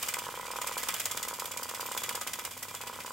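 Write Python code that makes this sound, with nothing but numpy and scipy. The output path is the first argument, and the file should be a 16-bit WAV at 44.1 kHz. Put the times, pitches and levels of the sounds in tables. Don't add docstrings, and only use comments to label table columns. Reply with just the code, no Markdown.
import sys
import numpy as np
from scipy import signal
from scipy.fft import rfft, irfft, next_fast_len
from scipy.io import wavfile

SR = 44100
rng = np.random.default_rng(int(sys.argv[2]) if len(sys.argv) > 2 else 0)


def transcribe(u):
    v = np.clip(np.atleast_2d(u).T, -1, 1)
    q = np.round(v * 32767).astype(np.int16)
    wavfile.write(sys.argv[1], SR, q)


N = 137592


def undb(db):
    return 10 ** (np.asarray(db) / 20)


def unit(x):
    return x / np.sqrt(np.sum(x ** 2) / len(np.atleast_2d(x)))


def curve(table, axis):
    rows = np.array(table)
    return undb(np.interp(np.arange(N) / SR, rows[:, 0], rows[:, axis]))


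def fade(t, t60):
    return np.exp(-np.log(1000) * t / t60)


def colour(x, points):
    size = next_fast_len(2 * len(x))
    size += size % 2
    hz, db = np.array(points).T
    bins_hz = np.linspace(1, SR / 2, size // 2 + 1)
    log_gain = np.log(undb(np.interp(np.log(bins_hz), np.log(hz), db)))
    cepstrum = irfft(log_gain)[:size // 2]
    response = np.exp(2 * rfft(cepstrum, size) - cepstrum[0])
    return irfft(rfft(x, size) * response)[:len(x)]


def stereo(mid, side, pan_db):
    pan = undb(np.array([[pan_db], [-pan_db]]) / 2)
    return np.array([mid + side, mid - side]) * pan


def add(out, start_s, sound):
    i = max(int(start_s * SR), 0)
    part = out[..., i:i + sound.shape[-1]]
    part += sound[..., :part.shape[-1]]


def ring(push, response):
    return signal.fftconvolve(np.atleast_2d(push), np.atleast_2d(response), axes=1)[:, :N]


def wander(per_s):
    steps = rng.standard_normal(N // 4)
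    return np.interp(np.arange(N) / SR * per_s, np.arange(len(steps)), steps)


# (time [s], fundamental [dB], octave [dB]), before the HUM_DB trim
HUM_WAVER = [(0.0, -78, -70), (0.04, -70, -62.5), (0.86, -65, -70.5), (1.09, -84, -59), (1.15, -70, -62),
             (1.32, -68.5, -70), (1.51, -87, -66.5), (1.66, -77, -67.5), (2.45, -72, -64.5),
             (2.48, -81, -62), (2.97, -70, -63.5), (3.12, -81, -81)]
# (frequency [Hz], relative level [dB])
ROOM_NOISE_COLOUR = [(20, -26), (45, -16), (70, -4), (130, -0.5), (220, -0.5), (330, -5), (600, -5.5),
                     (1500, -13.5), (5000, -22), (16000, -24)]
HUM_HZ, HUM_DB, HUM_FIFTH_DB = 48.3, -0.5, -66
NOISE_DB, NOISE_SIDE_DB = -56.5, -15


def background():
    turn = 2 * np.pi * HUM_HZ * np.arange(N) / SR
    wavering = curve(HUM_WAVER, axis=1) * np.sin(turn) + curve(HUM_WAVER, axis=2) * np.sin(2 * turn)
    hum = undb(HUM_DB) * wavering + undb(HUM_FIFTH_DB) * np.sin(5 * turn)
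    mid, side = (unit(colour(rng.standard_normal(N), ROOM_NOISE_COLOUR)) * np.sqrt(N) * undb(NOISE_DB)
                 for _ in range(2))
    return stereo(np.sqrt(2) * hum + mid, undb(NOISE_SIDE_DB) * side, 0)


RATTLE_PER_S, RATTLE_SPREAD_DB = 140, 4.5
TICK_DECAY_S = 0.0042


def loose_joints():
    power, t = np.zeros(N), np.arange(SR // 50) / SR
    tick = np.exp(-2 * t / TICK_DECAY_S)
    for k, (slip, size) in enumerate(rng.standard_normal((N // 150, 2))):
        strength = undb(RATTLE_SPREAD_DB * np.minimum(size, 1)) ** 2
        add(power, (k + slip / 2) / RATTLE_PER_S, strength * tick)
    return power / power.mean()


CHATTER_SPREAD_DB, CHATTER_GRAIN_S = 2.5, .0005


def roughness():
    return unit(undb(CHATTER_SPREAD_DB * wander(1 / CHATTER_GRAIN_S))) * np.sqrt(N)


# (time [s], bright chatter [dB], hollow body [dB]), before the level trims
TIN_CLASHES = [(0.0271, -31.5, -37), (0.084, -31.5, -38.5), (0.1382, -33, -36.5), (0.1862, -36.5, -44),
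               (0.247, -45, -45.5), (0.303, -52.5, -52), (0.3513, -49, -48), (0.4563, -45.5, -48.5),
               (0.511, -42, -48.5), (0.5626, -41.5, -47), (0.615, -35.5, -41.5), (0.6702, -32.5, -42),
               (0.7217, -42, -51), (0.7764, -32.5, -42), (0.8307, -33.5, -41), (0.8847, -29.5, -35.5),
               (0.9399, -31, -37.5), (0.9977, -30, -38.5), (1.055, -29.5, -37), (1.1115, -32, -41),
               (1.1703, -34, -39.5), (1.2273, -32, -43), (1.2821, -34.5, -44.5), (1.3372, -39, -48),
               (1.396, -35, -43.5), (1.4542, -37, -43.5), (1.5142, -38, -43), (1.572, -34, -49),
               (1.63, -34.5, -51.5), (1.6904, -36.5, -41.5), (1.746, -36.5, -44), (1.8055, -36, -43.5),
               (1.8605, -40, -47), (1.9172, -38, -48), (1.9747, -33, -39.5), (2.0345, -32, -36),
               (2.0904, -33.5, -38), (2.151, -32.5, -40.5), (2.2116, -34, -40), (2.2725, -33, -40),
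               (2.3328, -35, -42), (2.389, -37.5, -44), (2.4491, -35.5, -42.5), (2.509, -43.5, -49.5),
               (2.5735, -47, -62), (2.626, -36.5, -46.5), (2.6834, -43, -46), (2.7473, -38, -45),
               (2.8114, -42.5, -46), (2.8706, -41.5, -42.5), (2.933, -53, -47), (3.0018, -46, -46),
               (3.06, -41, -46.5)]
SETTLE_DB_PER_S, STIRRED_DB = 69, 1


def settling():
    t, starts = np.arange(N) / SR, np.array(TIN_CLASHES)[:, 0]
    cycle = np.median(np.diff(starts))
    last_clash = starts[np.maximum(np.searchsorted(starts, t) - 1, 0)]
    since = (t - last_clash) % cycle
    return undb(STIRRED_DB - SETTLE_DB_PER_S * since)


# (time [s], thin parts [dB], hollow body [dB]), before the trims
RUNNING_RATTLE = [(0.0, -41.5, -44), (0.25, -46.5, -48.5), (0.44, -48, -48.5), (0.98, -42, -43.5),
                  (1.35, -47, -51), (1.61, -47, -51), (2.0, -44, -47), (2.15, -45, -47), (2.47, -49, -53.5),
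                  (2.69, -48.5, -54), (2.81, -50.5, -52), (3.12, -47.5, -53)]


def running(ticks, stirred, rattle_db, whirr_db, axis):
    strength = (stirred * curve(RUNNING_RATTLE, axis=axis)) ** 2
    return strength * (undb(rattle_db) ** 2 * ticks + undb(whirr_db) ** 2)


BOUNCE_GAP_S, BOUNCE_DB, BOUNCE_GAIN = 0.01, -11, 0.5


def clashes(chatter, level_db, bounces, axis):
    attack, hold, decay, tail_db, tail_decay = chatter
    power, t = np.zeros(N), np.arange(SR // 8) / SR
    rise = np.minimum(t / attack, 1) ** 2
    burst = rise * np.exp(-2 * np.maximum(t - attack - hold, 0) / decay)
    buzz = rise * undb(tail_db) ** 2 * np.exp(-2 * t / tail_decay)
    tick = np.exp(-2 * t / TICK_DECAY_S)
    hardest = max(row[axis] for row in TIN_CLASHES)
    for row, gaps in zip(TIN_CLASHES, bounces):
        start, clash_db = row[0], row[axis]
        hit = undb(clash_db + level_db) ** 2
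        bounce = undb(clash_db + level_db + BOUNCE_DB + BOUNCE_GAIN * (hardest - clash_db)) ** 2
        add(power, start, burst * hit + buzz * bounce)
        for k, late in enumerate(np.cumsum(gaps)):
            add(power, start + late, bounce * tick / (k + 1))
    return power


MODE_SPREAD_DB, MODE_CHANGE_PER_S = 4, 40


def sheet(force, modes, points, ring_db, side_db, pan_db):
    t = np.arange(SR // 8) / SR
    click = 1. * (t == 0)
    crack = ring(force * rng.standard_normal((2, N)), unit(colour(click, points)))
    push, rings = force * rng.standard_normal((2, N)), 0
    for hz, db, t60 in modes:
        mode = undb(db) * unit(np.cos(2 * np.pi * hz * t) * fade(t, t60))
        rings = rings + ring(push * undb(MODE_SPREAD_DB * wander(MODE_CHANGE_PER_S)), mode)
    rings = undb(ring_db) * unit(rings) * np.sqrt(np.sum(force ** 2))
    mid, side = (crack + rings) / np.hypot(1, undb(ring_db))
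    return stereo(mid, undb(side_db) * side, pan_db)


# (frequency [Hz], relative level [dB], t60 [s])
THIN_MODES = [(4770, -4, 0.031), (5140, -6.5, 0.033), (6966, 0, 0.01), (7446, -1.5, 0.013),
              (8218, 0, 0.016), (9750, -8, 0.048), (11180, -8, 0.053), (13160, -1.5, 0.016),
              (13700, -0.5, .018), (15600, -9, .025)]
# (frequency [Hz], relative level [dB])
THIN_COLOUR = [(500, -25), (2000, -8.5), (3300, -1.5), (4200, -5), (5000, 0), (6200, 0), (7400, 3),
               (9000, 0), (10400, -2.5), (13200, -1.5), (14700, -5.5), (16000, -2)]


def thin_parts(force):
    return sheet(force, THIN_MODES, THIN_COLOUR, ring_db=-6, side_db=-5, pan_db=-1)


# (frequency [Hz], relative level [dB], t60 [s])
HOLLOW_MODES = [(1100, -6, 0.064), (1256, -6, 0.076), (1507, -5.5, 0.083), (1686, -5, 0.053),
                (1987, 3, 0.051), (2095, -3.5, 0.08), (2369, 3.5, 0.046), (2550, -8.5, 0.11),
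                (2932, -1, 0.041), (3107, -3.5, 0.044), (3394, -2, 0.074)]
# (frequency [Hz], relative level [dB])
HOLLOW_COLOUR = [(100, -24), (300, -11.5), (500, -1.5), (720, -3), (1250, 1.5), (1500, -1.5), (1830, -3.5),
                 (2400, 0), (2750, -3), (3300, -1.5), (4100, -9.5), (8000, -31.5)]


def hollow_body(force):
    return sheet(force, HOLLOW_MODES, HOLLOW_COLOUR, ring_db=-1.5, side_db=-14, pan_db=-2)


# (attack [s], hold [s], decay constant [s], tail against bounces [dB], tail decay constant [s])
THIN_CHATTER = (.0007, 0.00456, .003, -0.76, 0.028)
HOLLOW_CHATTER = (.002, 0.0053, 0.0065, 0, 0.036)
THIN_DB, HOLLOW_DB = 2, 2.5
RATTLE_DB, WHIRR_DB = -2, -3.5


def clatter():
    bounces = BOUNCE_GAP_S * (1 + (rng.random((len(TIN_CLASHES), 2)) - .5) / 2)
    ticks, grain, stirred = loose_joints(), roughness(), settling()
    thin = clashes(THIN_CHATTER, THIN_DB, bounces, axis=1)
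    thin = thin + running(ticks, stirred, RATTLE_DB, WHIRR_DB, axis=1)
    hollow = clashes(HOLLOW_CHATTER, HOLLOW_DB, bounces, axis=2)
    hollow = hollow + running(ticks, stirred, RATTLE_DB, WHIRR_DB, axis=2)
    return thin_parts(grain * np.sqrt(thin)) + hollow_body(grain * np.sqrt(hollow))


# (time [s], relative level [dB])
FOOT_KNOCKS = [(0.0759, -6.5), (0.129, -6), (0.168, -0.5), (0.184, -4.5), (0.219, -5), (0.2398, -8),
               (0.2664, -1.5), (0.2884, -1), (0.3218, -7.5), (0.3405, -2.5), (0.3747, -1.5), (0.3961, -3),
               (0.43, -5.5), (0.4527, -6), (0.4819, -3.5), (0.5041, -2), (0.5352, -2), (0.5585, -1.5),
               (0.5863, 1.5), (0.615, -1), (0.6428, -1.5), (0.6673, -4.5), (0.6935, -2.5), (0.714, 0),
               (0.768, 1), (0.8322, -2), (0.8723, -4.5), (0.8891, -5.5), (0.9343, -4.5), (1.1065, -7),
               (1.1471, -4), (1.1691, -6.5), (1.1991, -7), (1.221, -7), (1.2501, -4), (1.2753, -4.5),
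               (1.3102, -3), (1.3291, -2.5), (1.3873, -4.5), (1.4208, 1), (1.4459, -5), (1.48, -8.5),
               (1.5094, -6), (1.5405, -7), (1.5641, -5), (1.5962, -2.5), (1.623, -3), (1.6555, -5),
               (1.6877, -8), (1.713, -3.5), (1.7378, -3.5), (1.7745, -8), (1.7956, 0), (1.8144, -14),
               (1.8287, -1.5), (1.856, -4), (1.887, -3.5), (1.914, 0), (1.949, -2), (1.9661, -0.5),
               (2.019, -5.5), (2.0842, -4.5), (2.1112, -2), (2.1476, -2.5), (2.1752, -3), (2.2658, -3.5),
               (2.2949, -8.5), (2.3568, -10), (2.3875, -3), (2.4196, -10), (2.4455, -11.5), (2.475, -7),
               (2.5669, -10.5), (2.6224, -12), (2.652, -10.5), (2.6814, -10.5), (2.7122, -7.5),
               (2.7433, -4.5), (2.8063, -7), (2.8362, -4), (2.868, -7), (2.8969, -4), (2.9289, -8),
               (2.9613, -8.5), (2.9883, -4), (3.047, -4.5), (3.0783, -6.5), (3.1061, -4.5)]
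# (frequency [Hz], level [dB], t60 [s], signed swing [gain])
FOOT_MODES = [(500.6, -33.5, 0.023, -0.99), (811.5, -46, 0.098, -0.9), (986.8, -39.5, 0.15, 1),
              (1039, -31, 0.022, 0.97), (1248, -44, 0.086, 0.87), (1467, -30, 0.0087, -1.06)]
KNOCK_DB, KNOCK_PAN_DB = 0.42, -1.8
KNOCK_DETUNE, KNOCK_MODE_SPREAD_DB = 0.0094, 1.1
CONTACT_HZ, KNOCK_LOW_HZ = 2550, 185


def knocks():
    out, t = np.zeros(N), np.arange(SR // 6) / SR
    chances = rng.standard_normal((len(FOOT_KNOCKS), len(FOOT_MODES), 2))
    for (start, level_db), chance in zip(FOOT_KNOCKS, chances):
        for (hz, db, t60, swing), (shift, size) in zip(FOOT_MODES, chance):
            gain = swing * undb(level_db + db + KNOCK_MODE_SPREAD_DB * size)
            tone = np.sin(2 * np.pi * hz * (1 + KNOCK_DETUNE * shift) * t)
            add(out, start, gain * tone * fade(t, t60))
    out = signal.sosfilt(signal.butter(4, CONTACT_HZ, fs=SR, output="sos"), out)
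    out = signal.sosfilt(signal.butter(2, KNOCK_LOW_HZ, "high", fs=SR, output="sos"), out)
    return stereo(undb(KNOCK_DB) * out, 0, KNOCK_PAN_DB)


ROOM_T60_S, ROOM_DB, ROOM_DELAY_S = 0.26, -11.5, 0.0041


def room(x):
    t = np.arange(SR // 2) / SR
    tail = rng.standard_normal((2, len(t))) * fade(t, ROOM_T60_S) * (t > ROOM_DELAY_S)
    return x + undb(ROOM_DB) * ring(x.mean(axis=0), unit(tail))


def scene():
    return room(knocks() + clatter()) + background()


TOP_HZ = 15780


def record(dry):
    return signal.sosfilt(signal.ellip(10, .2, 80, TOP_HZ, fs=SR, output="sos"), dry)


dry = scene()
out = record(dry)
transcribe(out)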